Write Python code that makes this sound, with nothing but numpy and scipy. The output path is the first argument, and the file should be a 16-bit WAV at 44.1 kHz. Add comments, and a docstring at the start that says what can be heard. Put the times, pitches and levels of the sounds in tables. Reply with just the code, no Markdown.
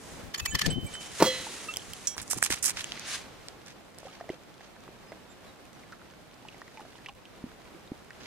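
"""On a lawn, close to a two-port microphone. A spoon scrapes out a cup, a lump of meat thuds into a
steel bowl and sets it ringing, berries tick against the cup as they tip in, and the rim is clipped.
Feet scuff through the grass and snap dry stalks; then a dog licks and chews in small wet pops.
Wind puffs right on the ports; far off, a few birds whistle over a soft hiss."""
import sys
import numpy as np
from scipy import signal
from scipy.fft import rfft, irfft, next_fast_len
from scipy.io import wavfile
from scipy.ndimage import uniform_filter1d

SR = 44100
rng = np.random.default_rng(int(sys.argv[2]) if len(sys.argv) > 2 else 0)


def dump_mix(stems):
    """Bounce the given channels to the path in sys.argv[1] as a 16-bit WAV at rate SR."""
    frames = np.atleast_2d(stems).T  # one column per channel
    limited = np.clip(frames, -1, 1)  # hard clip at full scale
    pcm = np.round(limited * 32767).astype(np.int16)
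    wavfile.write(sys.argv[1], SR, pcm)


N = 364424

# the meat touches, lands, slides and rocks: t/s, force/dB, treble slap re force/dB, steel ring/dB
MEAT_CONTACT = [(1.195, -51, -3, -72), (1.203, -25, -35, -31), (1.221, -26, -30, -50),
                (1.225, -16.5, -8, -53), (1.235, -26.5, -9, -49), (1.255, -28.5, -4, -39),
                (1.262, -34, 4, -32), (1.275, -37, 5, -34), (1.31, -51, 5, -29.5), (1.36, -51, -21, -27.5),
                (1.7, -53, -19, -37)]
# the main blow of the landing: t/s, peak/dB
MEAT_BLOW = [(1.223, -3)]
# dull resonances of the landing: f/Hz, width/Hz, gain/dB
THUD_MODES = [(166, 19.5, 4), (335, 65, 15), (534, 47, 8), (903, 20, 7), (1120, 7.4, -1.5), (1430, 80, -23)]
# modes of the loaded steel bowl: f/Hz, level/dB, t60/s
BOWL_MODES = [(517, -5, 0.58), (1736, -12, .5), (1857, -24, 5.0), (1943, -10, 0.58), (1997, -5, 0.53),
              (2067, -12, 0.73), (2239, -15, 0.61), (2584, -13, 0.82), (2794, -22, 3.3), (2850, -13, .4),
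              (3031, -8, 0.75), (3273, -8, 0.69), (3327, -14, 0.59), (3537, -18, 1.3), (3720, -17, 0.56),
              (3811, -18, 3.0), (3975, -15, .5), (4027, -18, 0.68), (4102, 0, 0.46), (4355, -13, 0.44),
              (5006, -15, 0.74), (5480, -15, 0.51), (6078, -7, 0.3), (6277, -18, 0.55), (6455, -27, 1.9)]


def meat_in_bowl():
    """Close by, the meat thuds down and keeps shaking the steel while it settles."""
    out, t = np.zeros(N), np.arange(4000) / SR
    s, force_db, slap_db, ring_db = curve(MEAT_CONTACT)
    force = amp(force_db) * rng.standard_normal(len(force_db))
    add(out, s, 1.24 * sum(amp(db) * resonate(force, hz, width + 100) for hz, width, db in THUD_MODES))
    add(out, s, broad(force * amp(slap_db), hz=4850, spread=1.3))
    add(out, s, amp(ring_db) * ring(BOWL_MODES, len(force), held_s=0.066))
    push = np.diff(np.exp(-(t / 0.00043 - 2.5) ** 2), prepend=0)  # slope of a brief contact pulse
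    blow = sum(amp(db) * resonate(push, hz, width + 60) / width for hz, width, db in THUD_MODES)
    for s, db in MEAT_BLOW:
        add(out, s, amp(db) * blow / abs(blow).max())
    return out


# modes of the bowl's rim: f/Hz, relative level/dB, t60/s
RIM_MODES = [(2280, -22, 1.1), (3290, -12, 0.57), (3820, -30, 1.1), (5500, 13, 0.045), (5670, -4, 0.49),
             (5600, 5, 0.11), (5930, -21, 4.6), (5900, -6, 0.4), (6800, 6, 0.067), (8900, -2, 0.12),
             (9572, -9, 0.17), (10800, -7, 0.16), (11320, -35, 3.9), (11720, -37, 5.0), (12030, -24, 0.17),
             (12370, -19, 0.096)]
# the knock on the rim: t/s, relative level/dB
RIM_KNOCKS = [(2.0716, -10)]


def rim_knock():
    """Something hard clips the rim: a bright crack and a ring that is soon muffled."""
    out, t = np.zeros(N), np.arange(4000) / SR
    free_s = .078
    envelope = np.exp(-t / 0.0062) + 0.27 * np.exp(-t / 0.034) * (t < free_s)
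    for s, db in RIM_KNOCKS:
        crack = rng.standard_normal(len(t)) * envelope
        add(out, s, amp(db - 5.0) * broad(crack, hz=7000, spread=0.36))
        add(out, s, amp(db - 25.5) * damped(RIM_MODES, free_s))
    return out


# spoon strokes along the cup wall: t/s, peak/dB, brightness/dB
SPOON_STROKES = [(0.3424, -20, -22), (0.3555, -32, -27), (.3787, -33, -12), (0.396, -25.5, -20),
                 (0.4557, -19, -12.5), (0.5486, -13.5, -21.5), (0.5889, -19, -15.5), (0.613, -15, -19.5),
                 (0.6594, -17, -17)]
# resonances of the cup wall under the spoon: f/Hz, width/Hz, gain/dB
CUP_MODES = [(1206, 400, -0.5), (1836, 210, 7), (2410, 210, 2.5), (3100, 510, 4), (4440, 90, 5),
             (5240, 780, 1), (5820, 170, -3), (6530, 150, 0), (7210, 190, 1), (8010, 630, -6),
             (9980, 730, -9), (11480, 210, -5), (11990, 290, -4), (12970, 270, -17), (13900, 300, -25)]


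def spoon():
    """Swells of rough friction sound through the cup wall, so wide and close that the ports differ."""
    out, t = np.zeros((2, N)), np.arange(-400, 1400) / SR
    rise_s, fall_s = 0.0041, 0.0034
    swell = np.exp(np.minimum(t / rise_s, -t / fall_s))
    for s, db, bright_db in SPOON_STROKES:
        grit = alike(*rng.standard_normal((2, len(t))) * swell, likeness=0.1)
        wall = 0.5 * broad(grit, hz=7600, spread=0.18) * amp(bright_db)
        for hz, width, mode_db in CUP_MODES:
            gain = amp(mode_db + (bright_db + 17) * (hz > 6000))
            wall += gain * resonate(resonate(grit, hz, width + 150), hz, width + 150)
        add(out, s + 0.0042 + t[0], amp(db) * wall / abs(wall.mean(0)).max())
    return out


# single modes of cup, spoon and bowl: f/Hz, t60/s, touches as (t/s, time ringing free/s, level/dB)
DISH_RINGS = [(518, 0.18, [(1.266, 0.054, -20)]), (880, 0.024, [(1.467, 0.014, -22)]),
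              (1260, 0.069, [(1.685, 0.045, -30)]), (1750, 0.31, [(.36, 0.06, -49), (.52, 0.062, -36),
              (.62, 0.016, -32), (.645, 0.016, -25.5)]), (2320, 0.19, [(.46, 0.04, -37),
              (.865, .045, -43)]), (2600, 0.43, [(.4, 0.066, -42), (.47, 0.025, -39)]),
              (2690, 0.14, [(1.685, 0.037, -27.5)]), (3060, 0.64, [(.51, 0.072, -38.5),
              (.555, 0.07, -36.5)]), (3062, 0.59, [(.7, .235, -32), (.937, 0.22, -37.5)]),
              (3274, .5, [(1.228, .03, -33), (1.264, .046, -28)]), (6850, .8, [(.376, 0.02, -37),
              (.42, 0.016, -57), (.475, 0.053, -37)]), (7960, 0.056, [(.508, .04, -30), (.645, .02, -42),
              (.702, .04, -24), (.937, .06, -31)]), (8100, 0.057, [(.862, .03, -34)]),
              (11300, .08, [(.862, .025, -45)]), (12600, .12, [(.378, .016, -48), (.487, .03, -50),
              (.862, .02, -56)])]


def dish_rings():
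    """Slips and touches leave single modes ringing until a hand or the spoon damps them."""
    out = np.zeros(N)
    for hz, t60, touches in DISH_RINGS:
        for s, free_s, db in touches:
            add(out, s, damped([(hz, db, t60)], free_s))
    return out


# berries striking the small cup: t/s, body/dB, crackle/dB
BERRY_TICKS = [(1.738, -23.5, -28), (1.76, -24, -29), (1.769, -28, -16.5), (1.794, -32, -48),
               (1.818, -35, -49), (1.934, -28, -21.5)]


def berries():
    """Small hard ticks on one note of the cup."""
    out = np.zeros((2, N))
    for s, db, crackle_db in BERRY_TICKS:
        add_pop(out, s, db, hz=3190, t60=0.013, crackle_db=crackle_db, crackle_hz=6700,
                spread=.9, fall_s=.0007, pan_db=2, click=0.21, rise_s=0.00039)
    return out


# wet smacks of tongue, lips and jaw: t/s, pop/dB, cavity f/Hz, t60/s, crackle/dB, crackle f/Hz
MOUTH_SMACKS = [(4.03, -33, 645, 0.013, -61, 2910), (4.052, -35, 535, 0.06, -48, 3330),
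                (4.067, -36, 770, 0.042, -50, 1860), (4.083, -44.5, 1250, 0.044, -46, 2900),
                (4.127, -48, 293, .019, -45, 2900), (4.201, -39, 1210, .017, -45, 1600),
                (4.209, -28, 688, .029, -41.5, 1870), (4.24, -40, 680, .034, -53, 1810),
                (4.291, -27, 652, 0.026, -33.5, 1900), (4.3, -21, 367, .03, -40, 3050),
                (4.332, -40, 514, 0.045, -58, 1740), (4.607, -40, 750, 0.018, -43, 1790),
                (4.763, -40, 900, 0.0088, -48, 1700), (4.878, -28, 1120, 0.0055, -49, 1940),
                (4.887, -34, 370, 0.022, -59, 2440), (5.119, -25.5, 605, 0.01, -40, 1870),
                (5.124, -43, 676, 0.05, -44, 1880), (5.834, -51, 307, .021, -46, 2210),
                (5.922, -32, 1414, 0.026, -37, 1560), (5.928, -39, 1340, .042, -44, 1680),
                (6.015, -44, 1390, .025, -50, 1600), (6.45, -36, 870, 0.027, -58, 2760),
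                (6.484, -39, 328, 0.021, -34.5, 2690), (6.524, -49, 627, .025, -45, 2710),
                (6.543, -43, 755, .02, -47, 2100), (6.616, -29.5, 1120, 0.0092, -36.5, 1780),
                (6.678, -45, 223, 0.028, -42, 2080), (6.772, -42, 880, 0.13, -39, 2240),
                (6.795, -36, 857, 0.041, -49, 1890), (6.805, -40, 820, 0.044, -42, 1380),
                (6.85, -42, 654, 0.043, -50, 1500), (6.815, -39.5, 352, 0.018, -48, 2880),
                (6.953, -41, 940, .019, -46, 3300), (6.985, -44, 252, .019, -45, 1890),
                (7.06, -41, 2010, .02, -29.5, 2260), (7.064, -36, 2700, 0.022, -37.5, 2800),
                (7.085, -35, 1070, 0.033, -35, 2870), (7.091, -40, 810, 0.058, -36.5, 2700),
                (7.253, -48, 237, 0.014, -39, 3020), (7.439, -24.5, 244, 0.038, -58, 2220),
                (7.464, -37, 266, .025, -62, 2250), (7.746, -42, 340, 0.078, -53, 2090),
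                (7.874, -56, 390, .022, -47, 3650), (7.917, -22, 273, 0.023, -59, 1720),
                (8.105, -45, 1490, .019, -35, 1960)]


def dog_mouth():
    """Near the microphone, wet surfaces part and small cavities pop, among many faint crackles."""
    out, first_s = np.zeros((2, N)), 3.3
    wet = dict(pan_db=-1.5, click=0.28, rise_s=0.00033)
    faint_draws = rng.random((200, 3))
    for smack in MOUTH_SMACKS:
        add_pop(out, *smack, spread=0.29, fall_s=0.0034, **wet)
    for when, strength, pitch in faint_draws:
        s = first_s + when * (N / SR - first_s)
        db, hz = -55 + 11 * strength ** 2, 900 * 10 ** pitch
        add_pop(out, s, db - 6, hz / 3, t60=.012, crackle_db=db, crackle_hz=hz,
                spread=.9, fall_s=.0015, **wet)
    return out


# feet and paws in the grass: t/s, length/s, hiss/dB, hiss change by the end/dB, crunch/dB
GRASS_SCUFFS = [(2.171, 0.04, -41.5, -15, -44), (2.216, .02, -36.5, -20, -62), (2.298, 0.035, -28, -4, -40),
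                (2.343, 0.028, -45, -15, -51), (2.371, 0.013, -41.5, 1, -48), (2.417, 0.011, -40, 6, -37),
                (2.435, 0.035, -26.5, -11, -34), (2.499, 0.044, -34, -4, -33), (2.556, .03, -41, -22, -45),
                (2.584, 0.0095, -34, -19, -59), (2.625, 0.02, -24, -7.5, -39.5),
                (2.65, 0.062, -25.5, -12.5, -39), (2.761, 0.052, -53.5, 7, -39.5),
                (3.657, 0.065, -61.5, -7, -54.5), (3.98, 0.23, -64, -17, -60),
                (4.297, 0.054, -74, -4, -57.5), (4.6, 0.072, -74, -9, -58), (6.444, 0.54, -83, 11, -64),
                (8.196, 0.094, -76, 4, -53)]
# sleeves and grass as someone moves about: t/s, hiss/dB, crunch/dB
SOFT_RUSTLE = [(0, -57, -61), (.14, -53, -57), (.36, -70, -67), (.54, -66, -51), (.67, -47, -41.5),
               (.72, -64, -44.5), (.81, -70, -82), (.935, -49, -45.5), (.99, -57, -60), (1.01, -45.5, -46),
               (1.1, -52.5, -51.5), (1.195, -40, -40.5), (1.225, -51, -64), (1.33, -43.5, -43),
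               (1.61, -46.5, -46), (1.75, -51.5, -52), (2.07, -51.5, -52), (2.165, -66, -64),
               (2.31, -51, -76), (2.52, -50, -49), (2.63, -60, -59), (2.8, -53, -49.5), (3.045, -58.5, -45),
               (3.075, -43, -40.5), (3.146, -39.5, -34.5), (3.19, -49, -46), (3.3, -72, -60),
               (3.48, -65, -62), (3.62, -84, -72)]
# spectra of a scuff's hiss, the rustle's hiss and the lower crunch of both: f/Hz, density/dB
SCUFF_SPECTRUM = [(2060, -42), (3500, -36), (4540, -18), (5070, -7.5), (7570, -4.5), (10500, -12),
                  (15800, -29.5), (16500, -56)]
RUSTLE_SPECTRUM = [(2060, -65), (3500, -13), (6440, 1.5), (10100, -2.5), (15400, -30), (16200, -36),
                   (16500, -64)]
CRUNCH_SPECTRUM = [(300, -34), (550, -15), (1400, -2), (2400, -0.5), (4200, -2.5), (6500, -6.5),
                   (11000, -66)]
# the body shades the left port: f/Hz, left minus right/dB
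BODY_SHADOW = [(300, -1), (2500, -2), (4500, -2), (7000, -5.5), (10000, -15.5), (15000, -9.5)]


def grass():
    """Blades brush in dense grains; a scuff starts and stops at once, the soft rustle drifts."""
    hiss, crunch, soft_hiss, soft_crunch = np.zeros((4, N))
    attack_s, release_s, weight_s = 0.0033, 0.0062, 0.004
    for s, length, db, change_db, crunch_db in GRASS_SCUFFS:
        t = np.arange(0, length + .05, 1 / SR)
        gate = np.minimum(t / attack_s, 1) * np.exp(-np.maximum(t - length, 0) / release_s)
        weight = 1 - np.exp(-t / weight_s)  # the crunch builds as the foot takes weight
        add(hiss, s, amp(db + change_db * t / length) * gate)
        add(crunch, s, amp(crunch_db) * weight * gate)
    s, hiss_db, crunch_db = curve(SOFT_RUSTLE)
    add(soft_hiss, s, amp(hiss_db))
    add(soft_crunch, s, amp(crunch_db))
    likeness = [(900, 1.0), (12000, 0.077)]
    grains = waver(db=3.9, seconds=0.0051) * waver(db=0.37, seconds=0.0056)
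    scuffs = hiss * noise(SCUFF_SPECTRUM, likeness) + crunch * noise(CRUNCH_SPECTRUM, likeness)
    rustle = soft_hiss * noise(RUSTLE_SPECTRUM, likeness) + soft_crunch * noise(CRUNCH_SPECTRUM, likeness)
    rustle *= waver(db=1.26, seconds=0.0073)
    return (ports(*scuffs * grains, lag=4.1, balance=BODY_SHADOW)
            + ports(*rustle, lag=0.43, balance=[(900, 1.1), (12000, -2.1)]))


# dry stalks in the lawn: t/s, body/dB, body f/Hz, crackle/dB, crackle f/Hz
STALK_SNAPS = [(.952, -23.5, 1770, -36, 4000), (2.166, -25.5, 1070, -38, 8210),
               (2.179, -19.5, 1680, -22, 5770), (2.215, -30, 1530, -31, 8560),
               (2.278, -42, 1440, -29, 7100), (2.332, -16, 1010, -31, 5770), (2.385, -24, 1120, -39, 7990),
               (2.4255, -2, 1770, -27, 6500), (2.4269, -17, 2520, -6.5, 8400),
               (2.503, -11, 1940, -19, 8630), (2.807, -19, 3300, -37, 5640),
               (2.842, -16.5, 3070, -21.5, 6700), (2.919, -15.5, 3040, -25, 4450),
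               (2.975, -23.5, 2000, -45, 4800), (2.995, -33, 2150, -24.5, 6760),
               (3.484, -31, 2200, -23.5, 4400), (3.546, -35, 810, -61, 5460), (3.662, -46, 2600, -37, 5500),
               (3.704, -49, 1550, -42, 4170), (3.985, -41, 891, -29, 9400)]


def stalks():
    """Dry stalks snap with a very short crackle."""
    out = np.zeros((2, N))
    for s, db, hz, crackle_db, crackle_hz in STALK_SNAPS:
        add_pop(out, s, db, hz, t60=0.0045, crackle_db=crackle_db, crackle_hz=crackle_hz,
                spread=0.53, fall_s=.0007, pan_db=-4, click=0.49, rise_s=0.0002)
    return out


# heels landing on the turf: t/s, level/dB, final f/Hz, t60/s
HEEL_THUMPS = [(2.366, -28.5, 112.4, 0.042), (2.502, -20.5, 112, 0.032)]


def heels():
    """A thump whose pitch drops as the foot sinks in."""
    out, t = np.zeros(N), np.arange(4000) / SR
    for s, db, hz, t60 in HEEL_THUMPS:
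        phase = 2 * np.pi * np.cumsum(hz * (1 + 3.7 * np.exp(-t / 0.0069))) / SR
        envelope = amp(db - 60 * t / t60) * (1 - np.exp(-t / 0.0021))
        add(out, s, envelope * np.sin(phase))
    return out


# gusts on the microphone; the last row is just a faint low rumble where the background drops out:
# t/s, hold/s, level/dB, left minus right/dB, sharpness/0-1
RUMBLES = [(.13, .035, -53, 12, 0.3), (0.238, 0.047, -52, 21, 0.5), (0.402, 0.043, -48, 19.5, 0.08),
           (0.487, .015, -42, 10, 0), (0.54, 0.02, -39.5, 25.5, 0.64), (0.626, .015, -43.5, 13, 0.7),
           (0.666, 0.025, -31, 21, 1), (0.711, 0.027, -32.5, 1, 0.53), (0.772, 0.013, -33.5, 20.5, 1),
           (0.81, 0.0053, -45, 12, 0.6), (0.835, .015, -41, 11, 0.65), (0.848, 0.01, -39, -13, 0.54),
           (.92, .02, -56, 14, 0.2), (1.813, .01, -61, -6, 0.6), (1.883, .035, -56, -17, 0),
           (2.187, 0.04, -49, 0, 0.35), (2.362, .028, -44, -5, 0.84), (2.51, 0.031, -40.5, -3, 0.13),
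           (2.625, .04, -55, -2.5, 0), (2.75, 0.082, -55, -6, 0.2), (2.894, 0.035, -60, -1, 0.1),
           (7.086, 0.11, -58, 1, .3)]


def wind():
    """Lumpy rumble, unrelated on each port; each swell holds and drops, and sharp ones reach higher."""
    out, t = np.zeros((2, N)), np.arange(N) / SR
    rise_s, fall_s = 0.0092, 0.0089
    likeness = [(20, 0.013), (900, 0.008)]
    low = noise([(15, -16), (60, 0), (110, -2), (250, -40)], likeness)
    high = noise([(50, -14), (140, -0.5), (300, -11.5), (800, -27), (1500, -74)], likeness)
    low, high = steadied(low, seconds=0.093), steadied(high, seconds=0.093)
    for s, hold, db, pan_db, sharp in RUMBLES:
        span = (t > s - .1) & (t < s + hold + .1)
        age = t[span] - s
        swell = np.exp(np.minimum(age / rise_s, 0) - np.maximum(age - hold, 0) / fall_s)
        rumble = np.sqrt(1 - sharp) * low[:, span] + np.sqrt(sharp) * high[:, span]
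        out[:, span] += amp(db) * pan(pan_db) * swell * rumble
    return out


# distant birds: t/s, length/s, start f/Hz, end f/Hz, level/dB, upper octave re level/dB
BIRD_CHIRPS = [(5.07, .055, 5060, 5050, -60.5, -40), (5.288, 0.052, 3660, 3570, -61.5, 3),
               (5.46, 0.058, 4140, 3730, -59, -40), (5.723, .04, 6100, 6000, -65, -40)]


def birds():
    """Short, slightly falling whistles from far away."""
    out = np.zeros(N)
    for s, length, start_hz, end_hz, db, octave_db in BIRD_CHIRPS:
        phase = 2 * np.pi * np.cumsum(np.linspace(start_hz, end_hz, round(length * SR))) / SR
        whistle = np.sin(phase) + amp(octave_db) * np.sin(2 * phase)
        add(out, s, amp(db) * whistle * signal.windows.tukey(len(phase), .6))
    return out


# spectrum of the far-off hiss: f/Hz, density/dB
FAR_SPECTRUM = [(18, -50), (30, -6), (201, -0.5), (577, -4.5), (625, -5), (792, -6), (928, -8.5),
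                (1090, -9), (1180, -9.5), (1490, -11), (3970, -17.5), (15200, -32.5), (16500, -73)]
# how alike it is on the two ports: f/Hz, correlation
FAR_LIKENESS = [(60, 0.26), (180, 0.21), (550, 0.36), (1650, 0.36), (4970, -0.06), (15000, 0.57)]
# its lean to the right: f/Hz, left minus right/dB
FAR_BALANCE = [(60, -2), (180, -2), (550, -1.5), (1650, -1.5), (4970, -0.5), (15000, -2.5)]
# background level, which dips under the strongest gusts and drops out briefly near 7.13 s: t/s, gain/dB
BACKGROUND_GAIN = [(0, 0.5), (.2, 4), (.25, 1), (.7, -5), (.76, -3), (.84, -0.5), (.92, 1), (2.1, -1),
                   (3.3, 0), (3.6, -3), (7.1, -3.5), (7.125, -7), (7.14, -12), (7.165, -3.5), (8.26, -2)]


def far_hiss():
    """The background beyond the lawn: a soft hiss that wavers a little."""
    level_db = -48.5 + np.interp(np.arange(N) / SR, *np.transpose(BACKGROUND_GAIN))
    flutter = waver(db=.7, seconds=.04) * waver(db=.5, seconds=.2)
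    hiss = ports(*noise(FAR_SPECTRUM, FAR_LIKENESS), lag=0.72, balance=FAR_BALANCE)
    return hiss * amp(level_db) * flutter


def amp(db):
    return 10 ** (np.asarray(db) / 20)


def pan(db):
    return amp([[db / 2], [-db / 2]])


def unit_rms(x):
    return x / np.sqrt(np.mean(x ** 2) + 1e-20)


def over_log_hz(points, hz):
    f, value = np.transpose(points)
    return np.interp(np.log(hz + 1), np.log(f + 1), value)


def add(mix, s, sound):
    part = mix[..., round(s * SR):][..., :sound.shape[-1]]
    part += sound[..., :part.shape[-1]]


def curve(rows):
    """The start time, then every other column drawn out to the sample rate."""
    s, *columns = np.transpose(rows)
    t = np.arange(s[0], s[-1], 1 / SR)
    return s[0], *(np.interp(t, s, column) for column in columns)


def resonate(x, hz, width):
    """One resonance, width in Hz, with a peak gain near 1."""
    radius = np.exp(-np.pi * width / SR)
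    return 2 * signal.lfilter([1 - radius], [1, -radius * np.exp(2j * np.pi * hz / SR)], x).real


def broad(x, hz, spread):
    """A wide resonance applied twice; spread is its width as a share of its pitch."""
    return resonate(resonate(x, hz, spread * hz), hz, spread * hz)


def ring(modes, size, held_s=0):
    """Sines of random phase, driven for held_s and then dying away."""
    t = np.arange(size) / SR
    decay_s = np.maximum(t - held_s, 0)
    return sum(amp(db - 60 * decay_s / t60) * np.sin(2 * np.pi * (hz * t + rng.random()))
               for hz, db, t60 in modes)


def damped(modes, free_s):
    """A ring that rises in a few ms and is muffled after free_s."""
    t = np.arange(round((free_s + .03) * SR)) / SR
    return ring(modes, len(t)) * (1 - np.exp(-t / .003)) * np.exp(-np.maximum(t - free_s, 0) / .006)


def add_pop(mix, s, db, hz, t60, crackle_db, crackle_hz, spread, fall_s, pan_db, click, rise_s):
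    """A small body or cavity rings briefly under a short crackle."""
    t = np.arange(2500) / SR
    impulse = 1. * (t == 0)
    snap = 0.37 * impulse + rng.standard_normal(len(t)) * np.exp(-t / fall_s)
    crackle = unit_rms(broad(snap, crackle_hz, spread))
    crackle += click * unit_rms(broad(impulse, hz=4500, spread=0.9))  # thin click of parting surfaces
    body = np.sin(2 * np.pi * hz * t) * amp(-60 * t / t60) * (1 - np.exp(-t / rise_s))
    sound = amp(db) * body + amp(crackle_db) * crackle / abs(crackle).max()
    add(mix, s + 0.001005, pan(pan_db) * sound)


def waver(db, seconds):
    """A random gain that wavers by so many dB over so many seconds."""
    return amp(db * unit_rms(uniform_filter1d(rng.standard_normal(N), round(seconds * SR))))


def steadied(x, seconds):
    """Evens out the slow swings of a noise so that it follows its envelope."""
    return x / np.sqrt(abs(uniform_filter1d(x ** 2, round(seconds * SR))) + 0.056)


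def alike(a, b, likeness):
    """Blends two unrelated noises into a pair whose correlation is likeness."""
    return np.array([a, likeness * a + np.sqrt(1 - likeness ** 2) * b])


def noise(spectrum, likeness):
    """A noise for each port, from points of (f/Hz, density/dB) and (f/Hz, correlation)."""
    size = next_fast_len(N)
    hz = np.fft.rfftfreq(size, 1 / SR)
    pair = alike(*rfft(rng.standard_normal((2, size))), np.clip(over_log_hz(likeness, hz), 0, 1))
    return unit_rms(irfft(amp(over_log_hz(spectrum, hz)) * pair, size)[:, :N])


def ports(left, right, lag, balance):
    """The left port hears lag samples later; balance lists (f/Hz, left minus right/dB)."""
    size = next_fast_len(N)
    hz = np.fft.rfftfreq(size, 1 / SR)
    tilt = amp(over_log_hz(balance, hz) / 2)
    delay = np.exp(-2j * np.pi * hz * lag / SR)
    return irfft(np.array([rfft(left, size) * tilt * delay, rfft(right, size) / tilt]), size)[:, :N]


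def scene():
    """Everything on the lawn as it reaches the two ports."""
    low_cut = signal.butter(2, 85, "high", fs=SR, output="sos")  # cuts sub-bass the resonators let through
    mono = dish_rings() + signal.sosfilt(low_cut, meat_in_bowl() + rim_knock()) + birds()
    mix = ports(mono, mono, lag=1.97, balance=[(500, 1.0), (3000, -3.0), (8000, -8.5)]) + spoon()
    mix += ports(*berries(), lag=2.3, balance=[(500, 19.0), (8000, -13.0)])
    mix += ports(*(stalks() + heels()), lag=4.9, balance=[(500, 0.5), (3000, 0.5), (8000, -5.5)])
    mix += ports(*dog_mouth(), lag=1.35, balance=[(500, 0.17), (8000, -1.5)])
    return mix + grass() + wind() + far_hiss()


def record(dry):
    """The loudest peaks are squashed at a soft ceiling, then the top of the treble is cut."""
    ceiling, edge_hz = .92, 16300
    squashed = dry / (1 + abs(dry / ceiling) ** 4) ** .25
    low_pass = signal.firwin(511, edge_hz, window=("kaiser", 9), fs=SR)
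    return signal.oaconvolve(squashed, low_pass[None], "same")


dry = scene()
out = record(dry)
dump_mix(out)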